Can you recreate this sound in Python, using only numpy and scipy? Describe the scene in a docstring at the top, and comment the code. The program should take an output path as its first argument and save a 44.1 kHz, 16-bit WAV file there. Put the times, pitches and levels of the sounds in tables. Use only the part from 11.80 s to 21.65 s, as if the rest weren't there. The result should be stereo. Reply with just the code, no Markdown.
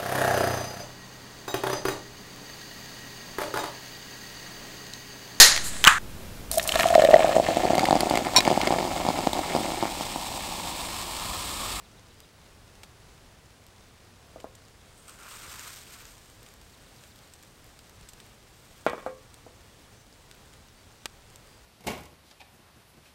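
"""A faint sizzle of meat in a steel pan over a campfire, in open air, with small birds chipping far off.
The pan is lifted off the grate and swirled: steam bubbles hiss up as the meat slides onto hot metal.
Then it is set down with a clank, thuds and ringing modes of pan and grate, and rocks to rest.
Pockets of steam keep popping in wood and fat; low rumble, soft hiss and a far hum lie beneath.
Two close microphone ports take it all from nearly straight ahead."""
import sys
import numpy as np
from scipy import signal
from scipy.fft import rfft, irfft
from scipy.io import wavfile
from scipy.ndimage import uniform_filter1d

SR = 44100
rng = np.random.default_rng(int(sys.argv[2]) if len(sys.argv) > 2 else 0)


def wrap_up_sound(samples):
    """Save the sound to the file named by the first command line argument, as 16-bit audio."""
    columns = np.atleast_2d(samples).T
    # keep every value between -1 and 1, then stretch to whole-number steps
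    tamed = np.clip(columns, -1, 1)
    steps = np.round(tamed * 32767).astype(np.int16)
    wavfile.write(sys.argv[1], SR, steps)


N = 434385
TIME, BINS = np.arange(N) / SR, np.fft.rfftfreq(N, 1 / SR)  # s, Hz
TAPS = 2048  # samples in a short pulse
TAP_HZ = np.fft.rfftfreq(TAPS, 1 / SR)

# colour of the open air and flames: frequency_hz, relative_level_db
AIR_COLOUR = [(12, -50), (20, -5), (60, -2.5), (113, -3.5), (138, -7.5), (328, -13.5), (367, -13),
              (459, -13), (590, -15), (642, -15), (2990, -22.5), (4540, -23.5), (10200, -30.5),
              (13500, -38.5), (16000, -35)]
AIR_DB, HUM_DB = -54.5, -71  # mean levels of the air and of the far low hum
# phrases of a far bird's chips: first_crest_s, last_crest_s, crest_hz, rising_share (0-1 of each note)
BIRD_PHRASES = [(0.05, .438, 4070, .4), (4.933, 5.432, 4700, .2)]
CHIP_GAP_S = 0.128  # approximate: a phrase holds a whole number of gaps
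# thin far whistles: start_s, length_s, pitch_hz
BIRD_WHISTLES = [(0.327, 0.15, 4900), (8.126, .14, 6100), (8.936, 0.12, 4600), (9.66, .16, 4800)]

# the loudest pops of wood and fat: start_s, level_db, ring_hz, splintering (0-1)
LOUD_POPS = [(0.4041, -31, 14000, 0.05), (1.0331, -40, 2430, 0.6), (1.866, -38, 13500, 0.13),
             (2.6013, -43, 2870, 0.47), (2.752, -40, 7100, 0.23), (3.281, -41, 8550, .35),
             (3.295, -33.5, 8800, 0.18), (4.63, -36, 13500, 0.1), (4.664, -35.5, 1200, .2),
             (4.8145, -39, 4600, 0.19), (5.238, -34, 2900, 0.11), (5.537, -35, 7850, 0.18),
             (5.627, -39, 13000, 0.18), (5.991, -33.5, 4500, 0.13), (6.288, -44, 7700, 0.66),
             (6.334, -39, 7400, 0.27), (6.4017, -32.5, 3680, 0.19), (7.0982, -24.5, 4500, 0.06),
             (7.5427, -33, 8550, .1), (8.5133, -29, 3800, 0.09), (8.7365, -40, 3450, 0.24),
             (9.2573, -13.5, 300, 0.15), (9.559, -30.5, 7450, 0.09)]
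# shared colour of pops and ember ticks: frequency_hz, relative_level_db
POP_COLOUR = [(60, 0), (250, -2), (600, 2), (2000, 1), (3300, 3), (4400, -1), (5300, -1), (7200, -5),
              (8400, -0.5), (10600, -20), (13000, -8.5), (16000, -38)]
POP_T60_S, SPLINTER_T60_S = 0.0098, 0.056  # a clean snap is short; splinters draw it out

# pan against grate: start_s, level_db, hardness_hz (top of the blow), pan_ring_db, grate_ring_db
PAN_KNOCKS = [(2.56, -35.5, 770, 4, -2), (2.6432, -26.5, 890, -3.5, -6.5), (7.065, -9, 2630, -3, -19),
              (7.1326, -21.5, 1480, -1, -17), (7.1799, -28, 2340, -1.5, -11), (7.2257, -37.5, 2400, 2, 2),
              (7.2635, -20.5, 1740, -3, 4.5), (7.665, -36, 834, 1, -4.5)]
# the dull blow itself: frequency_hz, relative_level_db
THUD_COLOUR = [(40, -31), (110, -18), (210, -5.5), (480, 1.5), (750, 0.5), (1000, -8.5), (1400, -4),
               (1900, -19.5), (4000, -18), (16000, -16)]
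# echoes inside the steel fire ring: delay_s, relative_level_db
FIRE_RING_ECHOES = [(.0054, -13), (0.0129, -20)]
# ringing of the pan: pitch_hz, relative_level_db, t60_s
PAN_MODES = [(237, -60, .4), (483, -19, 0.25), (554, -28.5, 0.48), (629, -5.5, 0.034), (685, -39, 0.22),
             (920, -43, .25), (1074, -23, 0.3), (1146, -35.5, 0.91), (1230, -19, 0.14), (1380, -26, 0.14),
             (1619, -27, 0.28), (1920, -26, 0.2), (2230, -31, 0.32), (2265, -27, 0.26), (2340, -32.5, 0.36),
             (2450, -27, 0.24), (2710, -40, 0.23), (3010, -32, 0.14), (3440, -29, 0.24)]
# ringing of the grate: pitch_hz, relative_level_db, t60_s
GRATE_MODES = [(430, -30.5, 0.55), (518.7, -16, 0.32), (730, -25.5, 0.17), (867, -20.5, 0.11)]
# crowd of short-lived modes in pan, handle and fire ring: frequency_hz, relative_level_db
CLATTER_COLOUR = [(60, -30), (200, 4.5), (500, 1.5), (1200, 8.5), (1750, 2), (2300, -6.5), (3700, -0.5),
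                  (5000, -8), (8500, -1), (11000, -26), (16000, -32)]
# decay of that crowd: frequency_hz, t60_s
CLATTER_DECAY = [(500, 0.3), (1200, 0.11), (1650, 0.16), (2400, 0.29), (4000, 0.16)]

# the pan shoves the meat onto fresh hot steel: start_s, length_s, frying_db, sliding_db
MEAT_SHOVES = [(3.177, .03, -69, -70), (3.267, .04, -55, -52.5), (3.372, 0.14, -55, -51),
               (3.47, 0.085, -49, -54.5), (3.586, 0.16, -48, -50.5), (3.75, 0.12, -46.5, -51),
               (4.06, 0.15, -53, -58), (5.05, 0.22, -64, -72), (6.69, .5, -63.5, -81)]
# colour of the frying bubbles: frequency_hz, relative_level_db
SIZZLE_COLOUR = [(880, -13), (1500, -3), (1850, -4.5), (2770, -5), (3350, -4), (4080, -5), (6560, -5.5),
                 (8570, -5.5), (10600, -18), (11900, -10), (13900, -10.5), (15100, -18), (16000, -14.5)]
# colour of the wet squelch: frequency_hz, relative_level_db
SLIDE_COLOUR = [(400, -16), (750, -11), (1050, -2.5), (1400, 1), (1800, -9.5), (2600, -7), (5000, -34)]
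# colour of the fine fizz: frequency_hz, relative_level_db
FIZZ_COLOUR = [(5000, -33), (7400, -3.0), (8800, 1.0), (10000, -14), (16000, -22)]
SPATTER_HZ = (3500, 5000, 7500, 8600, 12500, 14000)  # one pitch_hz per droplet size
# the hiss builds during a shove, drops when it ends, and lingers while the wet side dries (time constants)
FRY_RISE_S, FRY_FALL_S, LINGER_DB, LINGER_S = 0.025, 0.2, -19.5, 2.4
SLIDE_RISE_S, SLIDE_FALL_S = 0.022, 0.056
SEARED_DB, TURNED_DB = -72.5, -66.5  # quiet frying before and after the meat is turned
# fizz relative to the frying, and its extra around the first touch of dry steel
FIZZ_DB, DRY_STEEL_DB, COATING_S = -10.5, 18.5, 0.19

# colour of the microphone's self-noise: frequency_hz, relative_level_db
SELF_NOISE_COLOUR = [(30, -56), (150, 1.5), (1000, -4), (4000, -12), (8500, -2.5), (15000, -6.5)]
EDGE_HZ = 15850  # upper band edge of the recorder


def amp(db):
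    """Decibels to gain."""
    return 10 ** (np.asarray(db) / 20)


def unit(x):
    """Scales to rms 1."""
    return x / np.sqrt(np.mean(x ** 2) + 1e-20)


def spectrum(points, hz):
    """Reads a table on a log-frequency axis."""
    f, value = np.transpose(points)
    return np.interp(np.log(hz + 1), np.log(f + 1), value)


def add(mix, s, sound):
    """Mixes a sound in at time s."""
    part = mix[max(round(s * SR), 0):][:len(sound)]
    part += sound[:len(part)]


def tinted(x, colour):
    """Gives a full-length signal a spectrum, at rms 1."""
    return unit(irfft(rfft(x) * amp(spectrum(colour, BINS)), N))


def drift(rate_hz):
    """Slow random motion of rms 1."""
    return unit(irfft(rfft(rng.standard_normal(N)) * np.exp(-(BINS / rate_hz) ** 2), N))


def click(db):
    """The sharpest causal (minimum-phase) pulse with this spectrum, peak 1."""
    both_sides_db = np.r_[db, db[-2:0:-1]]
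    log_gain = np.log(amp(both_sides_db) + 1e-5)
    pulse = np.fft.ifft(np.exp(np.conj(signal.hilbert(log_gain)))).real
    return pulse / abs(pulse).max()


def grains(per_s, spread_db):
    """Random tiny bursts, most of them small and a few large."""
    size = amp(spread_db * np.minimum(rng.exponential(1, N), 4))
    happens = rng.random(N) < per_s / SR
    return size * rng.choice([-1, 1], N) * happens


def outdoors(swell_db=0.63, hum_hz=111, hum_waver=0.0342, hum_swell_db=1.5):
    """Low rumble and soft hiss of open air and flames: swelling noise, with a wavering hum."""
    air = tinted(rng.standard_normal(N), AIR_COLOUR) * amp(AIR_DB + swell_db * drift(5.6))
    pitch_hz = hum_hz * (1 + hum_waver * drift(10.7))
    hum = unit(np.sin(2 * np.pi * np.cumsum(pitch_hz) / SR))
    return air + hum * amp(HUM_DB + hum_swell_db * drift(1.3))


def note(hz):
    """A thin whistled note: one sine that follows a pitch curve under a rounded envelope."""
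    return np.hanning(len(hz)) ** .5 * np.sin(2 * np.pi * np.cumsum(hz) / SR)


def birds(chip_db=-58.5, chip_s=0.033, sweep_hz_per_s=70000, whistle_db=-65, waver=0.0043):
    """Far off, evenly spaced chips dart up to a crest and down; another bird holds thin whistles."""
    out, t = np.zeros(N), np.arange(0, chip_s, 1 / SR)
    for first, last, crest_hz, rise in BIRD_PHRASES:
        crest_s = rise * chip_s
        chip = amp(chip_db) * note(crest_hz - sweep_hz_per_s * abs(t - crest_s))
        count = round((last - first) / CHIP_GAP_S) + 1
        for s in np.linspace(first, last, count):
            add(out, s - crest_s, chip)
    wobble = 1 + waver * drift(80)
    for s, length, hz in BIRD_WHISTLES:
        held = (TIME >= s) & (TIME < s + length)
        add(out, s, amp(whistle_db) * note(hz * wobble[held]))
    return out


def embers(db=-72, spray=0.12, spray_s=0.0032):
    """Faint scattered ticks from the burning logs: each a break with a brief spray of noise."""
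    t = np.arange(TAPS) / SR
    tick = signal.unit_impulse(TAPS) + spray * rng.standard_normal(TAPS) * np.exp(-t / spray_s)
    ticks = signal.oaconvolve(grains(per_s=22, spread_db=2.5), tick)[:N]
    return amp(db) * tinted(ticks, POP_COLOUR)


def snap(t60, splinter):
    """One sharp break and a dying spray of splinters, even in colour."""
    t = np.arange(TAPS * 2) / SR
    burst = splinter * rng.standard_normal(len(t)) * 1e-3 ** (t / t60)
    burst[0] = 1
    # a break is broadband: smooth out the broad humps of the spray and keep its energy
    power = uniform_filter1d(abs(rfft(burst)) ** 2, size=50)
    even = signal.fftconvolve(burst, click(-10 * np.log10(power)))
    return even * np.linalg.norm(burst) / np.linalg.norm(even)


def pops(ring_db=7, ring_octaves=0.12, tilt_db=5.0, small_hz=7000):
    """Pockets of steam burst in wood and fat: a snap coloured by the size of its pocket."""
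    out = np.zeros(N)
    for s, db, hz, splinter in LOUD_POPS:
        # a large pocket snaps across the band; a small one rings high and sounds thin
        small = min(hz / small_hz, 1)
        octaves = np.log2((TAP_HZ + 1) / hz)
        resonance = np.sqrt(small) * ring_db * np.exp(-(octaves / ring_octaves) ** 2)
        tilt = small ** 2 * tilt_db * octaves
        colour = spectrum(POP_COLOUR, TAP_HZ) + (resonance + tilt)
        burst = snap(POP_T60_S + SPLINTER_T60_S * splinter, splinter)
        add(out, s, amp(db) * signal.fftconvolve(burst, click(colour)))
    return out


def softened(hz, top_hz, leak_db=-24):
    """A soft contact gives little above top_hz; grit lets a trace through."""
    return 1 / np.sqrt(1 + (hz / top_hz) ** 6) + amp(leak_db)


def ring(modes, t, top_hz, spot_db=1.0):
    """Dying modes; each blow lands on a different spot and weights them anew."""
    hz, db, t60 = np.transpose(modes)[:, :, None]
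    weight = amp(db + spot_db * rng.uniform(-1, 1, hz.shape)) * softened(hz, top_hz)
    tone = np.sin(2 * np.pi * (hz * t + rng.random(hz.shape)))
    return (weight * amp(-60 * t / t60) * tone).sum(0)


def clatter(t, top_hz):
    """Many close modes merge into a noise whose bands each die at their own rate."""
    hz, s, z = signal.stft(rng.standard_normal(len(t)), SR, nperseg=256)
    fall = amp(-60 * s / spectrum(CLATTER_DECAY, hz)[:, None])
    colour = amp(spectrum(CLATTER_COLOUR, hz)) * softened(hz, top_hz)
    return signal.istft(z * fall * colour[:, None], SR, nperseg=256)[1][:len(t)]


def knocks(clatter_db=-9, build_s=0.00095, dispersion_hz=1500):
    """Pan meets grate: each blow is a thud with echoes, then pan and grate ring on."""
    out, t = np.zeros(N), np.arange(SR // 2) / SR
    r = np.exp(-2 * np.pi * dispersion_hz / SR)
    for s, db, top_hz, pan_db, grate_db in PAN_KNOCKS:
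        colour = spectrum(THUD_COLOUR, TAP_HZ) + 20 * np.log10(softened(TAP_HZ, top_hz))
        thud = amp(db) * click(colour)
        thud = signal.lfilter([-r, 1], [1, -r], thud)  # in sheet steel the treble runs ahead of the bass
        add(out, s, thud)
        for delay, echo_db in FIRE_RING_ECHOES:
            add(out, s + delay, -amp(echo_db) * thud)
        pan = ring(PAN_MODES, t, top_hz) + amp(clatter_db) * clatter(t, top_hz)
        metal = amp(pan_db) * pan + amp(grate_db) * ring(GRATE_MODES, t, top_hz)
        spreading = 1 - np.exp(-t / build_s)  # the ringing spreads through the metal
        add(out, s, amp(db) * metal * spreading)
    return out


def shove(start, length, rise_s, fall_s):
    """Builds up while the meat moves and dies away once it stops."""
    t = np.maximum(TIME - start, 0)
    build = 1 - np.exp(-np.minimum(t, length) / rise_s)
    return build * np.exp(-np.maximum(t - length, 0) / fall_s)


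def frying():
    """How hard the meat fries: a quiet base, and a flash of steam that lingers after every shove."""
    power = amp(np.where(TIME < MEAT_SHOVES[0][0], SEARED_DB, TURNED_DB)) ** 2
    for start, length, db, _ in MEAT_SHOVES:
        flash = shove(start, length, FRY_RISE_S, FRY_FALL_S)
        linger = amp(LINGER_DB) * shove(start, length, FRY_RISE_S, LINGER_S)
        power = power + amp(db) ** 2 * (flash ** 2 + linger ** 2)
    return np.sqrt(power)


def sliding():
    """How much wet meat is moving over the steel: the shoves add up in power."""
    power = np.zeros(N)
    for start, length, _, db in MEAT_SHOVES:
        power += (amp(db) * shove(start, length, SLIDE_RISE_S, SLIDE_FALL_S)) ** 2
    return np.sqrt(power)


def spatter(heat, db=-33, follow=0.59, per_s=14, spread_db=6.5, ring_db=9, spray=0.35, spray_s=0.0011):
    """Single droplets of fat spit above the hiss, each size with its own pitch."""
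    out, t = np.zeros(N), np.arange(TAPS) / SR
    for hz in SPATTER_HZ:
        octaves = np.log2((TAP_HZ + 1) / hz)
        colour = spectrum(SIZZLE_COLOUR, TAP_HZ) + ring_db * np.exp(-octaves ** 2 * 10)
        burst = signal.unit_impulse(TAPS) + spray * rng.standard_normal(TAPS) * np.exp(-t / spray_s)
        droplet = signal.fftconvolve(burst, click(colour))
        out += signal.oaconvolve(grains(per_s, spread_db), droplet)[:N]
    return amp(db) * unit(out) * heat ** follow  # spitting changes less than the frying does


def sizzle(heat, sputter_db=1.53, squelch_db=1.7):
    """Tiny steam bubbles burst in clumps; larger wet ones squelch as the meat slides."""
    clumps = amp(sputter_db * drift(45))
    fry = tinted(grains(per_s=5500, spread_db=2.5), SIZZLE_COLOUR)
    # the fizz swells into the first shove, then fades as fat coats the dry steel
    dry_steel = np.exp(-abs(TIME - MEAT_SHOVES[0][0]) / COATING_S)
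    fizz = tinted(grains(per_s=1500, spread_db=3.0), FIZZ_COLOUR) * amp(FIZZ_DB + DRY_STEEL_DB * dry_steel)
    wet = tinted(grains(per_s=1500, spread_db=1.5), SLIDE_COLOUR) * amp(squelch_db * drift(30))
    return heat * clumps * (fry + fizz) + wet * sliding()


def scene(port_lag_s=2e-6, self_noise_db=-75):
    """All lies nearly straight ahead of two close microphone ports, with self-noise opposed between them."""
    heat = frying()
    mid = outdoors() + birds() + embers() + pops() + knocks() + spatter(heat) + sizzle(heat)
    # the tiny difference in path opens a side signal that grows with frequency
    side = irfft(2j * np.pi * BINS * port_lag_s * rfft(mid), N)
    side += amp(self_noise_db) * tinted(rng.standard_normal(N), SELF_NOISE_COLOUR)
    return np.array([mid + side, mid - side])


def record(dry):
    """The recorder's band limit: a steep low-pass at EDGE_HZ."""
    low_pass = signal.firwin(511, EDGE_HZ, window=("kaiser", 9), fs=SR)
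    return signal.oaconvolve(dry, low_pass[None], "same")


dry = scene()
out = record(dry)
wrap_up_sound(out)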